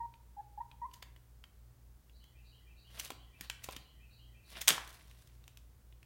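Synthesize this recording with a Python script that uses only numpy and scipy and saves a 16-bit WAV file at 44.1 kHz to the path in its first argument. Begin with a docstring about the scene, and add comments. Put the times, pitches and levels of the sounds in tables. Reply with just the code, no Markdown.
"""Four soft, nearly pure clucks come from a hen in a wire cage, over motors that hum and beat in a
workshop. She pecks, taps and thuds about the cage, each impact exciting modes of wire and floor,
and her claws drag on cardboard with a noise of friction. A small songbird repeats a whistled phrase
some way off. The hen knocks once sharply against the cage, which rattles and rings in free vibration.
The room answers both birds and every contact with a diffuse reverberation."""
import sys
import numpy as np
from scipy import signal
from scipy.fft import rfft, irfft, next_fast_len
from scipy.io import wavfile
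from scipy.ndimage import map_coordinates

SR = 44100
rng = np.random.default_rng(int(sys.argv[2]) if len(sys.argv) > 2 else 0)


def output_pcm(signal):
    """Save a mono or channel-first signal as 16-bit PCM at the path in sys.argv[1].

    Samples are clipped to [-1, 1] before scaling.
    """
    pcm = np.clip(np.atleast_2d(signal).T, -1, 1) * 32767
    wavfile.write(sys.argv[1], SR, np.round(pcm).astype(np.int16))


N = 266805

# Reverberation of the workshop. Each row: frequency in Hz, time to decay by 60 dB (t60) in seconds.
ROOM_DECAY = [(120, 0.65), (500, 0.46), (1000, 0.62), (3000, 0.38), (6000, 0.31), (14000, 0.23)]
# The hen's calls. Each row: start in seconds, length in seconds, pitch in Hz, upward leap in Hz,
# level in dB, growth from start to end in dB, depth of the catch in dB.
CLUCKS = [(0.0, .068, 918.7, 28.4, -43, -7, 2.5), (.364, .05, 809, 24, -46.5, 13.5, 1),
          (0.573, 0.051, 835, 112, -41, 7.5, 13), (0.814, 0.057, 943, 95, -42, -4.5, -2.5)]
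# Tones of the motors. Each row: frequency in Hz, rms level in dB.
MOTOR_TONES = [(55.43, -65.5), (59.17, -61.5), (118.37, -70), (120.05, -75)]
# Spectra of the background hiss and rumble. Each row: frequency in Hz, relative density in dB.
HISS_SPECTRUM = [(88, -26), (150, 0), (334, -7.5), (689, -13), (805, -13.5), (1720, -18), (2600, -22),
                 (13200, -22.5), (16000, -17.5)]
RUMBLE_SPECTRUM = [(20, -24), (38, 5), (48, -7), (62, -6.5), (80, 3.5), (100, -2.5), (125, 0.5), (170, -20),
                   (260, -32)]
# Short, sharp pecks, mostly faint, one a hard clank on wire. Each row: time in seconds, level in dB,
# relative crack level in dB, wire pitch in Hz.
PECKS = [(0.1397, -54, -24, 2450), (0.7146, -49.5, -23, 2530), (.914, -56.5, -8, 3020),
         (1.1631, -54, -7.5, 2005), (1.44, -46, -13, 3190), (2.096, -59, -22, 2180), (2.241, -58, -1, 3000),
         (3.4992, -29, -13, 2460), (3.7101, -53.5, 8, 2760), (4.569, -48.5, -14, 3650),
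         (4.876, -46.5, 0, 3860), (5.113, -60, -1, 3800), (5.222, -61, 7, 3720), (5.274, -60, 4, 3550),
         (5.4408, -57, -7, 3780), (5.479, -50.5, 0.5, 2320), (5.5724, -54, 5, 2664),
         (5.925, -58.5, -22.5, 2540), (6.0293, -55, -7.5, 2590)]
# Taps and thuds on the cage, including the knock's rebound. Each row: time in seconds, level in dB,
# relative thud level in dB, thud centre in Hz, relative crack level in dB, rise time in seconds,
# wire pitch in Hz.
TAPS = [(0.94, -50, -28, 1025, 4, .005, 3130), (1.026, -41, -8, 880, -7.5, 0.0033, 2970),
        (2.998, -38, -23, 800, 6, 0.0059, 3100), (3.049, -55, -23, 500, 11, 0.0069, 3450),
        (3.104, -41.5, 4, 750, 1, 0.00069, 2420), (3.118, -49, 2.5, 332, -3.5, 0.0028, 2900),
        (3.41, -40.5, -10, 240, 0, 0.00035, 2270), (3.6426, -45, -12, 505, 8, .006, 3770),
        (3.688, -42, 6, 760, -7, .0003, 2650), (3.765, -39.5, -8, 257, -4.5, .0018, 3650),
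        (4.6153, -33.5, -20, 600, 2.5, 0.0058, 3540), (4.623, -40.5, -20, 1220, 2, 0.0024, 2060),
        (4.7803, -36.5, 2, 1170, -18, .0005, 3400)]
# Spectra of a contact's snap and bright crack. Each row: frequency in Hz, relative density in dB.
SNAP_SPECTRUM = [(200, -27.5), (900, -18.5), (1800, -2), (3100, 3.5), (4200, -4), (6000, -17),
                 (10000, -19.5), (16000, -38.5)]
CRACK_SPECTRUM = [(1500, -17), (4000, -8.5), (6200, -2.5), (10000, -8.5), (15500, -6)]
# Modes of the hollow cage floor. Each row: frequency in Hz, relative level in dB, t60 in seconds.
FLOOR_MODES = [(186, -8, 0.08), (262, 0, 0.032), (442, -2.5, 0.03), (553, -1, 0.02), (745, -2.5, 0.021),
               (985, -4.5, 0.047), (1090, 2.5, 0.022), (1350, 3, 0.016), (1660, 1, 0.031)]
# Claw strokes. Each row: time of the hardest push in seconds, level in dB, extra crispness in dB.
SCUFFS = [(.96, -68, -2), (2.985, -49.5, -0.5), (3.056, -50, 2.5), (3.444, -54.5, -2.5), (3.66, -60, 3),
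          (3.73, -53.5, -2), (4.532, -55, 2.5), (4.578, -47.5, -4.5)]
# Spectrum of claws rubbing cardboard. Each row: frequency in Hz, relative density in dB.
FRICTION_SPECTRUM = [(88, -34.5), (150, -3), (391, -7), (624, -1), (821, -6.5), (1100, -3), (3700, -1),
                     (7470, -11), (9080, -8.5), (16000, -15)]
# The songbird's phrase. Each row: start as a share of the phrase, length in seconds, first pitch
# in Hz, last pitch in Hz, warble depth in Hz, relative level in dB.
SONG_NOTES = [(0.0, .082, 4332, 4267, 430, -1), (0.236, .078, 3014, 3206, 150, 1),
              (0.476, .08, 2070, 1870, 90, -11.5), (.69, .078, 2380, 2798, 90, -0.5)]
# Contacts of the knock; the second is the main blow. Each row: time in seconds, rattle level in dB,
# rattle t60 in seconds, click level in dB, click pitch in Hz.
KNOCK_CONTACTS = [(4.6755, -29.5, 0.16, -29.5, 3280), (4.6807, -15, 0.018, -6, 7110),
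                  (4.6831, -23.5, 0.051, -11.5, 3503), (4.6893, -20.5, 0.0099, -4.5, 8300),
                  (4.692, -28, 0.086, -35, 2680), (4.7052, -28, 0.032, -13, 3240)]
# Spectrum of the knock. Each row: frequency in Hz, relative density in dB.
KNOCK_SPECTRUM = [(60, -39.5), (130, -21), (400, -14), (750, -9), (1150, -9), (1800, -3.5), (2400, -8),
                  (3350, -0.5), (4500, -9), (6000, -6), (9700, -9), (10500, -10.5), (13500, -11.5),
                  (16000, -19.5)]
# Modes of the wire cage. Each row: frequency in Hz, relative level in dB, t60 in seconds.
CAGE_MODES = [(1090, -8.5, 0.51), (1810, -9, 0.32), (2290, -8, 0.61), (2690, -2, 0.25), (3140, -3.5, .25),
              (3300, -2.5, 0.16), (3635, -2.5, 0.14), (6645, -1.5, 0.16), (8100, -9, .2), (10100, -6, 0.16)]


def amp(db):
    """Amplitude ratio of a level in decibels."""
    return 10 ** (np.asarray(db) / 20)


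def unit(x):
    """Normalisation to an rms of 1."""
    return x / np.sqrt(np.mean(x ** 2) + 1e-20)


def along(points, hz):
    """Interpolation of (Hz, value) points on a logarithmic frequency axis."""
    knots_hz, values = np.transpose(points)
    return np.interp(np.log(hz + 1), np.log(knots_hz + 1), values)


def clock():
    """Time of every sample in seconds."""
    return np.arange(N) / SR


def wobble(rate):
    """Smooth random modulation with `rate` knots a second."""
    return map_coordinates(rng.standard_normal(int(N * rate / SR) + 4), [np.arange(N) * rate / SR])


def filtered(x, response):
    """Linear filtering: the spectrum of x is multiplied by a frequency response."""
    size = next_fast_len(N + 8192)
    return irfft(rfft(x, size) * response(np.fft.rfftfreq(size, 1 / SR)), size)[:N]


def noise(spectrum):
    """White noise filtered to a spectrum, with an rms of 1."""
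    return unit(filtered(rng.standard_normal(N), lambda hz: amp(along(spectrum, hz))))


def add(track, start, sound):
    """Superposition of a sound on the track, from `start` seconds."""
    part = track[round(start * SR):][:len(sound)]
    part += sound[:len(part)]


def gate(age, length, attack, release):
    """Envelope with a raised-cosine attack and release."""
    return np.sin(np.pi / 2 * np.clip(np.minimum(age / attack, (length - age) / release), 0, 1)) ** 2


def ring(hz, t60):
    """Free vibration of one mode: an exponentially damped sine."""
    t = np.arange(SR // 4) / SR
    return np.sin(2 * np.pi * hz * t) * amp(-60 * t / t60)


def bursts(rows):
    """Incoherent bursts add in power. Each row: peak time in s, level in dB, 20 dB rise and t60 in s."""
    power = np.zeros(N)
    for peak, db, rise, t60 in rows:
        span = slice(max(int((peak - .03) * SR), 0), int((peak + .4) * SR))
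        t = np.arange(N)[span] / SR - peak
        power[span] += amp(db + np.where(t < 0, 20 * t / rise, -60 * t / t60)) ** 2
    return np.sqrt(power)


def room(x, build_s=0.00053, stretch=1.0):
    """Diffuse reverberation: convolution with a noise tail of unit energy whose treble dies first."""
    hz, t, spectra = signal.stft(rng.standard_normal(SR), SR, nperseg=256)
    t60 = stretch * along(ROOM_DECAY, hz)[:, None]
    tail = signal.istft(spectra * amp(-60 * t / t60), SR, nperseg=256)[1]
    tail *= 1 - np.exp(-np.arange(len(tail)) / SR / build_s)
    return signal.fftconvolve(x, tail / np.linalg.norm(tail))[:N]


def hen_clucks(octave_db=-27, jitter=0.011, shimmer_db=0.6, wet_db=-14):
    """Voicing through a closed beak: a nearly pure tone that catches midway, then leaps in pitch."""
    catch_s, catch_width_s = .025, .0048
    leap_s, leap_width_s = .0326, .0028
    t, voice = clock(), np.zeros(N)
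    tremble = 1 + jitter * wobble(180)
    shimmer = shimmer_db * wobble(82)
    for start, length, pitch, leap_hz, level, growth_db, catch_db in CLUCKS:
        on = (t >= start) & (t < start + length)
        age = t[on] - start
        overshoot_hz = 40.8 * np.exp(-age / .0089)  # each cluck starts a little high
        leap = (1 + np.tanh((age - leap_s) / leap_width_s)) / 2
        hz = pitch + overshoot_hz + leap_hz * leap
        catch = np.exp(-((age - catch_s) / catch_width_s) ** 2)
        db = level + growth_db * (age / length - .5) - catch_db * catch
        phase = 2 * np.pi * np.cumsum(hz * tremble[on]) / SR
        effort = amp(db - db.max())  # the octave grows with effort
        tone = np.sin(phase) + effort * amp(octave_db) * np.sin(2 * phase)
        envelope = amp(db + shimmer[on]) * gate(age, length, attack=.0078, release=.0097)
        voice[on] += np.sqrt(2) * envelope * tone
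    return voice + amp(wet_db) * room(voice)


def motors(hiss_db=-70, rumble_db=-68):
    """Beating: motors at slightly different speeds throb at the difference rate, over rumble and hiss."""
    t = clock() - .025
    hum = sum(amp(db) * np.sin(2 * np.pi * hz * t + .1 * wobble(2)) for hz, db in MOTOR_TONES)
    hiss = amp(hiss_db) * noise(HISS_SPECTRUM)
    rumble = amp(rumble_db) * noise(RUMBLE_SPECTRUM + [(1000, -89.5)])
    return np.sqrt(2) * hum + hiss + rumble


def contacts(peck_thud_db=-14.5, peck_thud_hz=1050, peck_rise_s=.00045, peck_t60=.016, tap_t60=.025):
    """Impulsive excitations: pecks, crackles and taps. Each row: as in TAPS, then t60 in seconds."""
    sharp = [(time, db, peck_thud_db, peck_thud_hz, crack_db, peck_rise_s, wire_hz, peck_t60)
             for time, db, crack_db, wire_hz in PECKS + cardboard_crackles()]
    return sharp + [(*tap, tap_t60) for tap in TAPS]


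def pecks_and_taps(snap_wet_db=-8, clink_wet_db=-17, thud_wet_db=-11):
    """Impact sound: each contact radiates a snap and excites both the wire and the floor."""
    rows = contacts()
    snap = snaps(rows)
    clink = wire_clinks(rows)
    thud = floor_thuds(rows)
    to_room = amp(snap_wet_db) * snap + amp(clink_wet_db) * clink + amp(thud_wet_db) * thud
    return snap + clink + thud + room(to_room)


def snaps(rows, body_db=-3, crack_t60_ratio=0.97, grain_db=4):
    """A brief force has a broad spectrum: a grainy burst of noise with a brighter crack."""
    body = bursts([(time, db, rise, t60) for time, db, *_, rise, _, t60 in rows])
    crack = bursts([(time, db + crack_db, rise, t60 * crack_t60_ratio)
                    for time, db, _, _, crack_db, rise, _, t60 in rows])
    smooth = amp(body_db) * body * noise(SNAP_SPECTRUM) + crack * noise(CRACK_SPECTRUM)
    return smooth * unit(amp(grain_db * wobble(1500)))


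def wire_clinks(rows, gain_db=-0.5, t60=.013, overtone_ratio=1.53, overtone_db=-7):
    """Damped vibration: each contact flicks the nearest wire, which rings in two inharmonic modes."""
    out = np.zeros(N)
    for time, db, *_, wire_hz, _ in rows:
        clink = ring(wire_hz, t60) + amp(overtone_db) * ring(overtone_ratio * wire_hz, t60)
        add(out, time, amp(db + gain_db) * clink)
    return out


def floor_thuds(rows, gain_db=3, width_octaves=.8, scatter_db=2.5):
    """Selective excitation: a soft contact drives the low modes of the floor, a hard one the high."""
    out = np.zeros(N)
    hz, level, t60 = np.transpose(FLOOR_MODES)
    modes = ring(hz[:, None], t60[:, None])
    for time, db, thud_db, thud_hz, *_ in rows:
        excitation = np.exp(-(np.log2(hz / thud_hz) / width_octaves) ** 2)
        weights = amp(level - scatter_db * rng.standard_normal(len(hz))) * excitation
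        weights *= rng.choice([-1, 1], len(hz)) / np.linalg.norm(weights)
        add(out, time, amp(db + thud_db + gain_db) * weights @ modes)
    return out


def stick_slip(rub, grain_db=5, catch_db=2):
    """Friction proceeds in tiny uneven catches, which modulate the amplitude of its noise."""
    return unit(rub * amp(grain_db * wobble(900) + catch_db * wobble(110)))


def scuffs_and_rustle(dull_db=-2, crisp_db=-5, split_hz=4800, wet_db=-8):
    """Friction noise: claws drag over cardboard, and feathers and feet settle after the knock."""
    rise_db_per_s, fall_db_per_s = 278, 427
    rustle_db, rustle_crisp_db, rustle_fall_db_per_s = -59, 4, 29
    t = clock()
    since_knock = t - KNOCK_CONTACTS[0][0]
    push = amp(rustle_db - rustle_fall_db_per_s * abs(since_knock)) * (since_knock > 0)
    crisp_push = amp(rustle_crisp_db) * push
    for peak, db, extra_db in SCUFFS:
        stroke = amp(db - np.maximum(rise_db_per_s * (peak - t), fall_db_per_s * (t - peak)))
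        push = np.maximum(push, stroke)
        crisp_push = np.maximum(crisp_push, amp(extra_db) * stroke)
    rub = noise(FRICTION_SPECTRUM)
    dull = filtered(rub, lambda hz: 1 / (1 + (hz / split_hz) ** 4))
    dry = amp(dull_db) * push * stick_slip(dull)
    dry += amp(crisp_db) * crisp_push * stick_slip(rub - dull)
    return dry + amp(wet_db) * room(dry)


def song_phrases(count=8, first_s=2.122, steady_s=.341, hurry=.085, steady_db=-66, soft_db=-3):
    """A soft, hurried start relaxes to an even pace. Each row: start and length in s, level in dB."""
    unsettled = .62 ** np.arange(count)
    periods = steady_s * (1 - hurry * unsettled)
    starts = first_s + np.cumsum(periods) - periods
    return zip(starts, periods, steady_db + soft_db * unsettled ** 2)


def songbird(warble_hz=27.83, waver=0.02, direct_db=-11, wet_db=-1.6):
    """Frequency modulation makes four whistles burry; at a distance, echoes outweigh direct sound."""
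    t, song = clock(), np.zeros(N)
    drift = 1 + waver * wobble(300)
    for phrase_start, period, level in song_phrases():
        for share, length, from_hz, to_hz, depth_hz, db in SONG_NOTES:
            start = phrase_start + share * period
            on = (t >= start) & (t < start + length)
            age = t[on] - start
            glide = from_hz + (to_hz - from_hz) * age / length
            hz = glide + depth_hz * np.cos(2 * np.pi * warble_hz * age)
            tone = np.sin(2 * np.pi * np.cumsum(hz * drift[on]) / SR)
            envelope = amp(level + db) * gate(age, length, attack=.014, release=.023)
            song[on] += np.sqrt(2) * envelope * tone
    echoes = room(song, build_s=.002, stretch=1.55)
    return amp(direct_db) * song + amp(wet_db) * echoes


def cage_knock(click_cycles=10, overtone_db=-1, ring_db=-41, boom_db=-40.5, boom_t60=0.13, echo_db=1):
    """Impact with rebound: a hard blow chatters, excites the modes of the cage and shakes its floor."""
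    rattle = bursts([(time, db, .0001, t60) for time, db, t60, _, _ in KNOCK_CONTACTS])
    dry = rattle * noise(KNOCK_SPECTRUM)
    low_cut = signal.butter(2, 900, "high", fs=SR, output="sos")  # the clicks carry little bass
    for time, _, _, db, hz in KNOCK_CONTACTS:
        t60 = click_cycles / hz
        click = ring(hz, t60) + amp(overtone_db) * ring(1.55 * hz, t60 / 2)
        add(dry, time, amp(db) * signal.sosfilt(low_cut, click))
    blow_s = KNOCK_CONTACTS[1][0]
    age = np.maximum(clock() - blow_s, 0)
    for hz, db, t60 in CAGE_MODES:
        phase = 2 * np.pi * hz * age + .5 * wobble(150)  # rattling joints blur each spectral line
        dry += amp(ring_db + db - 60 * age / t60) * np.sin(phase) * (age > 0)
    boom = noise([(80, -44), (135, -2), (280, -8), (420, -13), (1500, -43)])
    dry += bursts([(blow_s + .025, boom_db, .01, boom_t60)]) * boom
    # the main blow fills the room as one broadband pulse
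    impulse = signal.unit_impulse(N, round(blow_s * SR))
    pulse = filtered(impulse, lambda hz: amp(along(KNOCK_SPECTRUM, hz)))
    return dry + amp(echo_db) * room(pulse / np.linalg.norm(pulse))


def cardboard_crackles(count=5, early_s=4.7, late_s=4.97, db=-62.5, spread_db=2.5):
    """Relaxation: trodden cardboard settles in faint, irregular crackles. Each row: as in PECKS."""
    crack_db, wire_hz = 6.5, 3740
    slot_s = (late_s - early_s) / count
    return [(late_s - slot_s * (slot + offset), db + spread_db * (2 * size - 1), crack_db, wire_hz)
            for slot, (offset, size) in enumerate(rng.random((count, 2)))]


def scene():
    """Superposition of all sources, heard from beside the cage."""
    hen = hen_clucks() + pecks_and_taps() + cage_knock() + scuffs_and_rustle()
    return (hen + songbird() + motors())[None]


def record(dry, top_hz=16100):
    """Band limiting: an ideal low-pass filter removes everything above top_hz."""
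    return filtered(dry[0], lambda hz: hz < top_hz)[None]


dry = scene()
out = record(dry)
output_pcm(out)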